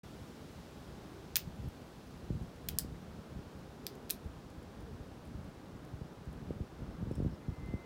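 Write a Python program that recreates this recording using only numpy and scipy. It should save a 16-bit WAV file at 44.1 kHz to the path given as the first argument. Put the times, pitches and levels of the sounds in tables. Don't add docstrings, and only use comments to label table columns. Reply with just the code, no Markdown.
import sys
import numpy as np
from scipy import signal
from scipy.fft import rfft, irfft, next_fast_len
from scipy.io import wavfile
from scipy.ndimage import map_coordinates

SR = 44100
rng = np.random.default_rng(int(sys.argv[2]) if len(sys.argv) > 2 else 0)


def persist_wave(psi):
    counts = np.round(np.clip(psi, -1, 1) * 32767).astype(np.int16)
    wavfile.write(sys.argv[1], SR, np.atleast_2d(counts).T)


N = 346185


def amp(db):
    return 10 ** (np.asarray(db) / 20)


def unit(x):
    return x / np.sqrt(np.mean(x ** 2) + 1e-20)


def along(points, hz):
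    freqs, values = np.transpose(points)
    return np.interp(np.log(hz + 1), np.log(freqs + 1), values)


def wobble(per_s):
    values = rng.standard_normal(int(N * per_s / SR) + 4)
    return map_coordinates(values, [np.arange(N) * per_s / SR])


def filtered(x, response):
    size = next_fast_len(N + SR // 2)
    return irfft(rfft(x, size) * response(np.fft.rfftfreq(size, 1 / SR)), size)[:N]


def noise(spectrum):
    return unit(filtered(rng.standard_normal(N), lambda hz: amp(along(spectrum, hz))))


def narrow_noise(centre_hz, width_hz):
    white = rng.standard_normal(N)
    return unit(filtered(white, lambda hz: np.exp(-.5 * ((hz - centre_hz) / width_hz) ** 2)))


def add(track, s, sound):
    room = track[max(round(s * SR), 0):][:len(sound)]
    room += sound[:len(room)]


def random_times(per_s):
    times = np.cumsum(rng.gamma(2, .5, size=400)) / per_s
    return times[times < (N - 1) / SR]


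def swell(s, length_s):
    out = np.zeros(N)
    add(out, s - length_s / 2, np.hanning(round(length_s * SR)))
    return out


def hold_back(x, hz, q):
    poles = signal.iirpeak(hz, q, fs=SR)[1]
    return signal.lfilter(poles[::-1], poles, x)


def snap(colour, size=512):
    cepstrum = irfft(np.log(amp(colour(np.fft.rfftfreq(size, 1 / SR)))))
    cepstrum[1:size // 2] *= 2
    cepstrum[size // 2 + 1:] = 0
    return irfft(np.exp(rfft(cepstrum)))


# f/Hz, relative level/dB
RUMBLE_COLOUR = [(25, -17), (60, -9.5), (150, 1.5), (270, 0), (450, -4), (700, -9), (1000, -12),
                 (1500, -15.5), (2200, -24), (4000, -32), (9000, -60)]


def traffic_rumble(level_db=-53):
    return amp(level_db + .6 * wobble(6)) * noise(RUMBLE_COLOUR)


# f/Hz, relative level/dB
HISS_COLOUR = [(300, -16), (1500, -2), (2400, 1.5), (3600, 2), (5200, 0), (7000, -4.5), (10000, -8.5),
               (13000, -11), (15700, -10.5), (16200, -28)]


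def outdoor_hiss(start_db=-63.5, floor_db=-71, settle_s=5.5):
    settling = np.exp(-np.arange(N) / SR / settle_s)
    return amp(floor_db + (start_db - floor_db) * settling) * noise(HISS_COLOUR)


# f/Hz, level/dB (before gain_db)
HUM_TONES = [(816, -74)]


def machine_hum(gain_db=-1, waver_hz=2):
    out = np.zeros(N)
    for hz, db in HUM_TONES:
        loudness = amp(db + gain_db + 2.1 * wobble(5.3))
        phase = 2 * np.pi * np.cumsum(hz + waver_hz * wobble(8)) / SR
        out += np.sqrt(2) * loudness * np.sin(phase)
    return out


# start t/s, length/s, relative level/dB
GRIP_SHIFTS = [(1.46, .04, -48), (1.589, 0.089, -44.5), (2.15, .13, -49.5), (2.298, .13, -42),
               (2.68, 0.28, -47.5), (3.058, 0.16, -50.5), (3.322, 0.049, -45), (4.243, .06, -48),
               (4.56, 0.036, -47), (4.78, 0.16, -51), (5.264, 0.22, -48), (5.75, 0.274, -51),
               (6.29, 0.36, -48.5), (6.804, 0.53, -45), (7.482, 0.038, -44), (7.607, 0.14, -45)]


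def grip_motion(grab_s=.023, let_go_s=.045, resting_db=-56):
    t = np.arange(N) / SR
    shifts = [amp(db) * np.interp(t, [s - grab_s, s, s + length, s + length + let_go_s], [0, 1, 1, 0])
              for s, length, db in GRIP_SHIFTS]
    return np.maximum(amp(resting_db), np.max(shifts, axis=0))


# f/Hz, relative level/dB
RUB_COLOUR = [(20, -33), (40, -7), (62, 1.5), (100, -4.5), (160, -2), (260, -9.5), (450, -28.5),
              (1000, -62)]


def hand_rub(motion, gain_db=-.5, lumpy_db=3):
    lumps = amp(lumpy_db * wobble(35))
    return amp(gain_db) * motion * unit(lumps * noise(RUB_COLOUR))


# t/s, peak level/dB (before gain_db), upper edge f/Hz
FINGER_BUMPS = [(1.595, -38, 80), (2.303, -28.5, 170), (2.41, -36, 110), (2.846, -38, 157),
                (4.999, -39.5, 80), (5.936, -38, 80), (6.012, -39, 159), (6.27, -37, 80),
                (6.506, -27.5, 450), (6.603, -32, 120), (6.819, -36.5, 139), (7.025, -32, 160),
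                (7.07, -32.5, 120), (7.111, -27, 300), (7.18, -34, 130), (7.201, -26.5, 260),
                (7.222, -30.5, 170), (7.247, -29, 210), (7.26, -29.5, 171), (7.482, -32.5, 103),
                (7.687, -35.5, 109), (7.738, -29.5, 181)]


def finger_thuds(motion, gain_db=1.5, slips_per_s=12, slip_lift_db=5, slip_edge_hz=95):
    bass_cut = signal.butter(3, 55, 'high', fs=SR, output='sos')
    case = signal.butter(5, 590, fs=SR, output='sos')
    push = hold_back(signal.unit_impulse(SR // 12), hz=95, q=.8)
    chance = rng.standard_normal(400)
    slips = [(s, 20 * np.log10(motion[int(s * SR)]) + slip_lift_db + 1.8 * force, slip_edge_hz)
             for s, force in zip(random_times(slips_per_s), chance)]
    out = np.zeros(N)
    for s, db, edge_hz in FINGER_BUMPS + slips:
        skin = signal.butter(2, edge_hz, fs=SR, output='sos')
        thud = signal.sosfilt(np.vstack([skin, case, bass_cut]), push)
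        add(out, s, amp(db + gain_db) * thud / np.abs(thud).max())
    return out


# loudest t/s, length/s, level/dB, f/Hz
TRAFFIC_SWELLS = [(1.15, 0.58, -57.5, 320), (3.94, 0.66, -57, 405), (4.95, .5, -59, 436)]


def traffic_swells(width_hz=55):
    return sum(amp(db) * swell(s, length) * narrow_noise(hz, width_hz)
               for s, length, db, hz in TRAFFIC_SWELLS)


# f/Hz, relative level/dB
NUT_COLOUR = [(300, -36), (900, -26), (1600, -10), (2500, -6.5), (3500, -5.5), (4800, -4), (6600, -4.5),
              (9800, -2), (12000, -1.5), (15000, -2.5), (17000, -13)]


def fracture(tilt_db, piece_hz, piece_db, octaves, splinters=.17, fade_s=.0043):
    def colour(hz):
        ring_db = piece_db * np.exp(-.5 * (np.log2((hz + 1) / piece_hz) / octaves) ** 2)
        return along(NUT_COLOUR, hz) + tilt_db * np.log2(hz + 500) + ring_db

    t = np.arange(SR // 50) / SR
    force = splinters * rng.standard_normal(len(t)) * amp(-60 * t / fade_s)
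    force[0] = 1
    force = hold_back(force, min(piece_hz, SR / 3), q=1.7)
    crack = np.convolve(force, snap(colour))[:len(t)]
    return crack / np.linalg.norm(crack)


# delay t/s, level/dB (against the direct sound)
NEAR_ECHOES = [(.0012, -8), (.0074, -22), (.0098, -36)]


def deck_echo(sound, tail_db=-9, low_fade_s=.17, treble_fade_s=.12, split_hz=7000):
    t = np.arange(SR // 5) / SR
    scatter = rng.standard_normal(len(t))
    low = signal.sosfiltfilt(signal.butter(2, split_hz, fs=SR, output='sos'), scatter)
    treble = scatter - low
    tail = low * amp(-60 * t / low_fade_s) + .79 * treble * amp(-60 * t / treble_fade_s)
    response = amp(tail_db) * tail / np.linalg.norm(tail)
    response[0] = 1
    for delay, db in NEAR_ECHOES:
        response[round(delay * SR)] += amp(db)
    return signal.fftconvolve(sound, response)


# t/s, relative level/dB, treble tilt/(dB per octave), ring f/Hz, ring boost/dB, ring width/octaves
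CRACKS_AND_ECHO = [(1.3575, -6, -2, 4900, 6, 0.23), (1.3638, -12, 2, 2300, 11, .5),
                   (1.3682, -4.5, -3.5, 14600, 16.5, .15), (2.6869, -16, 2, 1900, 16, 0.61),
                   (2.6881, -18, 2.5, 3150, 16.5, .25), (2.69, -18, -1, 15000, 14, .15),
                   (2.7868, -6, 3.5, 5130, 7, 0.47), (2.7943, -19, -2.5, 8500, 8, .4),
                   (3.867, -15.5, -1, 4000, 7, .4), (4.096, -27, -1, 3100, 3, .3),
                   (4.1022, -15, -1, 3700, 6, .4), (4.1073, -8.8, .5, 10000, 9, .5)]


def shell_cracks(gain_db=2):
    out = np.zeros(N)
    for s, db, *colour in CRACKS_AND_ECHO:
        add(out, s, amp(db + gain_db) * deck_echo(fracture(*colour)))
    return out


# t/s, relative level/dB, ring f/Hz
TOOTH_TICKS = [(1.6851, -47, 13000), (3.9523, -46, 6600), (4.5012, -48, 8020), (4.6279, -50, 9220),
               (4.8045, -50, 9950), (5.2525, -49, 9420), (5.8494, -48, 6660), (6.3285, -49, 10500),
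               (7.1157, -49, 9260), (7.154, -41, 8600)]


def tooth_ticks(gain_db=5, nibbles_per_s=2.4):
    chance = rng.standard_normal((400, 2))
    nibbles = [(s, -53.5 + 2 * force, 8000 * 2 ** (.3 * pitch))
               for s, (force, pitch) in zip(random_times(nibbles_per_s), chance)]
    out = np.zeros(N)
    for s, db, hz in TOOTH_TICKS + nibbles:
        scrape = fracture(tilt_db=-3, piece_hz=hz, piece_db=9, octaves=.19, splinters=1, fade_s=.02)
        add(out, s, amp(db + gain_db) * deck_echo(scrape))
    return out


# loudest t/s, level/dB
BIRD_LISPS = [(6.93, -80), (7.15, -71), (7.33, -76)]


def bird(pitch_hz=5330, width_hz=190, length_s=.13):
    loudness = sum(amp(db) * swell(s, length_s) for s, db in BIRD_LISPS)
    return loudness * narrow_noise(pitch_hz, width_hz)


def squeal(pitch_hz=2066, waver_hz=3, peak_s=7.75, peak_db=-58, rise_db_per_s=46, fall_db_per_s=70):
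    t = np.arange(N) / SR - peak_s
    db = peak_db + np.minimum(rise_db_per_s * t, -fall_db_per_s * t) + 1.2 * wobble(25)
    phase = 2 * np.pi * np.cumsum(pitch_hz + waver_hz * wobble(30)) / SR
    return amp(db) * np.sin(phase)


def scene():
    background = traffic_rumble() + outdoor_hiss() + machine_hum() + traffic_swells() + bird() + squeal()
    motion = grip_motion()
    hand = hand_rub(motion) + finger_thuds(motion)
    squirrel = shell_cracks() + tooth_ticks()
    return (background + hand + squirrel)[None]


def record(dry, open_s=.032, fade_s=.0045, top_hz=16500):
    opening = np.clip((np.arange(N) / SR - open_s) / fade_s, 0, 1)
    return filtered(opening * dry[0], lambda hz: 1 / np.sqrt(1 + (hz / top_hz) ** 120))[None]


dry = scene()
out = record(dry)
persist_wave(out)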